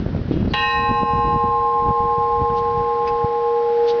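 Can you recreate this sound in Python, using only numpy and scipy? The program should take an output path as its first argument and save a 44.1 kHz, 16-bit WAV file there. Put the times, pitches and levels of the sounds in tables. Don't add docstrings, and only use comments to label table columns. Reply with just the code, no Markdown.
import sys
import numpy as np
from scipy import signal
from scipy.fft import rfft, irfft
from scipy.io import wavfile

SR = 44100
rng = np.random.default_rng(int(sys.argv[2]) if len(sys.argv) > 2 else 0)


def dump(signal):
    limited = np.clip(np.atleast_2d(signal).T, -1, 1)
    pcm = np.round(limited * 32767).astype(np.int16)
    wavfile.write(sys.argv[1], SR, pcm)


N = 176400
T = np.arange(N) / SR
STRIKE_S = .5358
AGE = np.maximum(T - STRIKE_S, 0)
CUTOFF_HZ = 6546

# pitch in Hz, relative level
# in dB, seconds to fade by 60 dB, twin's offset in Hz, twin's offset in dB, extra dB at the blow.
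OVERTONES = [(1563, -31.3, 3.15, 2.9, -18, -6), (1731, -29.0, 0.56, 4.1, -7, -14),
             (1856, -17.1, 1.63, -1.1, -8, -14), (2444, -35.3, 1.99, 3.3, -13, -11),
             (2524, -38.3, 1.89, 8.3, -7, 1), (2557, -22.1, 1.91, -9.1, -23, -14),
             (2665, -33.6, 1.19, 2.6, -8, 1), (2838, -28.4, 2.03, 1.4, -9, 0),
             (2875, -35.0, 0.69, 2.7, -7, -14), (3263, -38.7, 1.02, -1.9, -11, 6),
             (3838, -40.9, 1.04, 4.2, -11, -5), (3950, -27.6, 2.06, -1.0, -16, -6),
             (4030, -48.1, 0.49, 3.5, -3, 6), (4421, -39.9, 0.84, 4.2, -7, -14),
             (4654, -49.5, 1.12, 11.5, -3, -1), (5152, -45.8, 2.54, 1.5, -8, -13),
             (5195, -47.4, 0.99, 2.4, -10, -14), (5873, -53.5, 2.56, 1.5, -8, -13)]


def from_db(db):
    return 10 ** (np.asarray(db) / 20)


def unit_level(x):
    return x / np.sqrt(np.mean(x ** 2) + 1e-20)


def level(rows):
    return from_db(np.interp(T, *np.transpose(rows)))


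def noise(spectrum):
    hz, db = np.transpose(spectrum)
    log_hz = np.log(np.fft.rfftfreq(N, 1 / SR) + 1)
    gain = from_db(np.interp(log_hz, np.log(hz), db, left=-90, right=-90))
    return unit_level(irfft(rfft(rng.standard_normal(N)) * gain, N))


def drift(rate_hz):
    hz = np.fft.rfftfreq(N, 1 / SR)
    keep_slow = (hz > 0) / (1 + (hz / rate_hz) ** 4)
    return unit_level(irfft(rfft(rng.standard_normal(N)) * keep_slow, N))


def bell_tone(hz, age=AGE, attack_s=.0009):
    return np.sin(2 * np.pi * hz * age) * (1 - np.exp(-age / attack_s))


def outdoor_hiss():
    # frequency in Hz, relative level of the hiss in dB.
    spectrum = [(25, 0), (100, -1), (300, 2), (600, 4.5), (1000, -3.5), (1600, -3.5), (2300, -11),
                (3800, -14.5), (5300, -19), (6200, -31.5), (7000, -47)]
    # time in seconds, level of the hiss in dB.
    loudness = [(0, -40), (.5, -41.5), (.7, -42), (1.6, -41.5), (2.4, -39.5), (3.2, -38), (3.5, -39),
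                (4, -35.5)]
    return level(loudness) * noise(spectrum)


def wind():
    # frequency in Hz, relative level of the wind in dB.
    spectrum = [(20, -12), (55, 2.5), (120, 0.5), (250, -3.5), (400, -13), (700, -28), (1200, -38.5),
                (3000, -46), (6000, -59)]
    # time in seconds, relative strength of the gusts in dB.
    gusts = [(0, -22.5), (.16, -21), (.27, -24), (.33, -20.5), (.53, -22), (.56, -30), (.7, -34),
             (.91, -22.5), (.98, -32), (1.04, -19), (1.09, -30.5), (1.35, -24), (1.40, -37), (1.46, -28),
             (1.68, -41), (1.89, -21), (1.955, -47.5), (2.01, -25.5), (2.13, -39), (2.38, -33.5),
             (2.42, -20), (2.48, -35), (2.59, -30), (2.68, -36.5), (2.82, -29), (2.91, -48.5), (3.09, -31),
             (3.33, -50), (4, -56.5)]
    flow, gust = noise(spectrum), level(gusts)
    swirls = np.minimum(drift(rate_hz=40), 2)
    split_hz, strong_gust_db = 210, -22
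    rumble = signal.sosfiltfilt(signal.butter(2, split_hz, fs=SR, output="sos"), flow)
    edge = (flow - rumble) * (gust / from_db(strong_gust_db)) ** .56
    buffeting = rumble * from_db(3 * swirls) + edge * from_db(4.5 * swirls)
    return from_db(-1) * gust * unit_level(buffeting)


def puffs():
    # time in seconds, peak level of the swing in dB, its width in seconds.
    hits = [(0.064, -9, 0.0023), (.135, -16, 0.0022), (0.15, -10, .0015), (.165, -13.5, 0.0026),
            (0.215, -13, .0025), (0.312, -7, 0.00098), (0.317, -7.5, 0.00089), (0.341, -10.5, 0.00063),
            (0.374, -11.5, 0.00094), (0.429, -10.5, 0.0016), (.446, -18, 0.002), (0.477, -15, .0014),
            (.914, -12, 0.001), (1.034, -7.5, 0.0011), (1.137, -14, .0016), (1.361, -14, 0.0011),
            (1.44, -16, 0.0013), (1.908, -13, 0.0016), (2.183, -17, .002), (2.424, -18.5, 0.0026),
            (2.503, -17.5, 0.0017), (2.776, -19, 0.0019), (3.246, -12.5, .002)]
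    # frequency in Hz, relative level of the flutter in dB.
    spectrum = [(150, -7), (350, 3.5), (700, -4), (1300, -21), (2200, -32.5), (6000, -53.5)]
    flutter, flutter_s = from_db(-11.5) * noise(spectrum), .0021
    out = np.zeros(N)
    for time_s, db, width_s in hits:
        near = np.abs(T - time_s) < .03
        t = T[near] - time_s
        swing = (1 - (t / width_s) ** 2) * np.exp(-(t / width_s) ** 2 / 2)
        burst = flutter[near] * np.exp(-(t / flutter_s) ** 2)
        out[near] += from_db(db) * (rng.choice([-1, 1]) * swing + burst)
    return out


def rustles(top_hz=5460):
    # time in seconds, level in dB, half length in seconds, centre in Hz, width in octaves.
    brushes = [(.33, -43.5, 0.022, 2590, 0.51), (0.516, -47, 0.02, 4400, 0.063),
               (2.58, -43, .018, 3630, .55), (3.081, -36, 0.014, 1500, 0.77),
               (3.896, -33.5, 0.018, 3720, .46)]
    out, hz = 0, np.geomspace(100, CUTOFF_HZ, 40)
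    for time_s, db, half_s, centre_hz, octaves in brushes:
        band_db = -20 * np.log10(1 + (np.log2(hz / centre_hz) / octaves) ** 2 / 2)
        swell = 1 / (1 + ((T - time_s) / half_s) ** 2 / 2) ** 2
        out = out + from_db(db) * noise(np.c_[hz, band_db]) * swell
    return signal.sosfilt(signal.butter(6, top_hz, fs=SR, output="sos"), out)


def handling_tick(start_s=3.076):
    # pitch in Hz, level in dB, seconds to fade by 60 dB.
    tones = [(1460, -45, .05), (2586, -32.5, 0.094), (4950, -35, .06)]
    age = np.maximum(T - start_s, 0)
    return sum(np.sin(2 * np.pi * hz * age) * from_db(db - 60 * age / fade_s) for hz, db, fade_s in tones)


def light_touch(start_s=.315, centre_hz=3270):
    out, age = 0, np.maximum(T - start_s, 0)
    for hz, db, fade_s, *_ in OVERTONES:
        touch_db = -10 - 6 * abs(hz - centre_hz) / 200
        out = out + bell_tone(hz, age) * from_db(db + touch_db - 60 * age / fade_s)
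    return out


def clapper_clang(crash_s=.11, echo_s=.6):
    # frequency in Hz, relative level of the clang in dB.
    spectrum = [(100, -4), (450, 0), (800, -3), (1300, -1.5), (1800, -1), (2250, -3), (2800, 5),
                (4300, -10.5), (5500, -18), (7000, -32)]
    crash = from_db(-20.5 - 60 * AGE / crash_s) * noise(spectrum)
    echo = from_db(-34.5 - 60 * AGE / echo_s) * noise(spectrum)
    return (crash + echo) * (T > STRIKE_S)


def bright_overtones(settle_s=.063):
    waver_db, shimmer_db = 1.1, 2.5 * np.exp(-AGE / .25)
    out = 0
    for k, (hz, db, fade_s, twin_offset_hz, twin_db, early_db) in enumerate(OVERTONES):
        pair = bell_tone(hz) + from_db(twin_db) * bell_tone(hz + twin_offset_hz)
        fade_db = -60 * AGE / fade_s
        settle_db = early_db * np.exp(-AGE / settle_s)
        wobble_db = waver_db * drift(rate_hz=7.8) + shimmer_db * drift(rate_hz=31)
        direction = (-1) ** k
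        out = out + direction * pair * from_db(db + fade_db + settle_db + wobble_db)
    return from_db(.5) * out


def low_tones():
    # time in seconds, level at the microphone in dB.
    hum_level = [(.54, -34), (.68, -31.5), (.82, -27.5), (1.3, -24.5), (1.95, -23.5), (2.5, -20.5),
                 (3.35, -19.5), (3.52, -15.5), (3.68, -16), (3.84, -12.5), (4, -16)]
    prime_level = [(.54, -22.5), (.7, -23.5), (.9, -20.5), (1.7, -20), (2.35, -19.5), (2.6, -22),
                   (3.1, -21), (3.85, -23.5), (4, -26.5)]
    tierce_level = [(.54, -21.5), (.8, -18.5), (1.35, -17.5), (1.7, -17), (2.3, -19), (2.9, -22),
                    (3.22, -22.5), (3.3, -27.5), (3.5, -25.5), (3.67, -32.5), (3.77, -45), (3.9, -35.5),
                    (4, -36)]
    hum, tierce = bell_tone(hz=470.07), bell_tone(hz=1060.22)
    prime = bell_tone(hz=836.43) + from_db(-11) * bell_tone(hz=827.56)
    return level(hum_level) * hum - level(prime_level) * prime + level(tierce_level) * tierce


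def scene():
    bell = light_touch() + low_tones() + bright_overtones() + clapper_clang()
    return (bell + wind() + puffs() + rustles() + handling_tick() + outdoor_hiss())[None]


def record(dry):
    ceiling_db, recovery_db_per_s, attack_s, look_ahead_s = -8, 41.5, .0008, .00056
    excess_db = np.maximum(20 * np.log10(np.abs(dry[0]) + 1e-9) - ceiling_db, 0)
    recovery_db = recovery_db_per_s * T
    held_db = np.maximum.accumulate(excess_db + recovery_db) - recovery_db
    smoothing = np.exp(-1 / (attack_s * SR))
    smooth_db = signal.lfilter([1 - smoothing], [1, -smoothing], held_db)
    dip_db = np.interp(T + look_ahead_s, T, smooth_db)
    treble_cut = signal.butter(18, CUTOFF_HZ, fs=SR, output="sos")
    return signal.sosfilt(treble_cut, dry * from_db(-dip_db))


dry = scene()
out = record(dry)
dump(out)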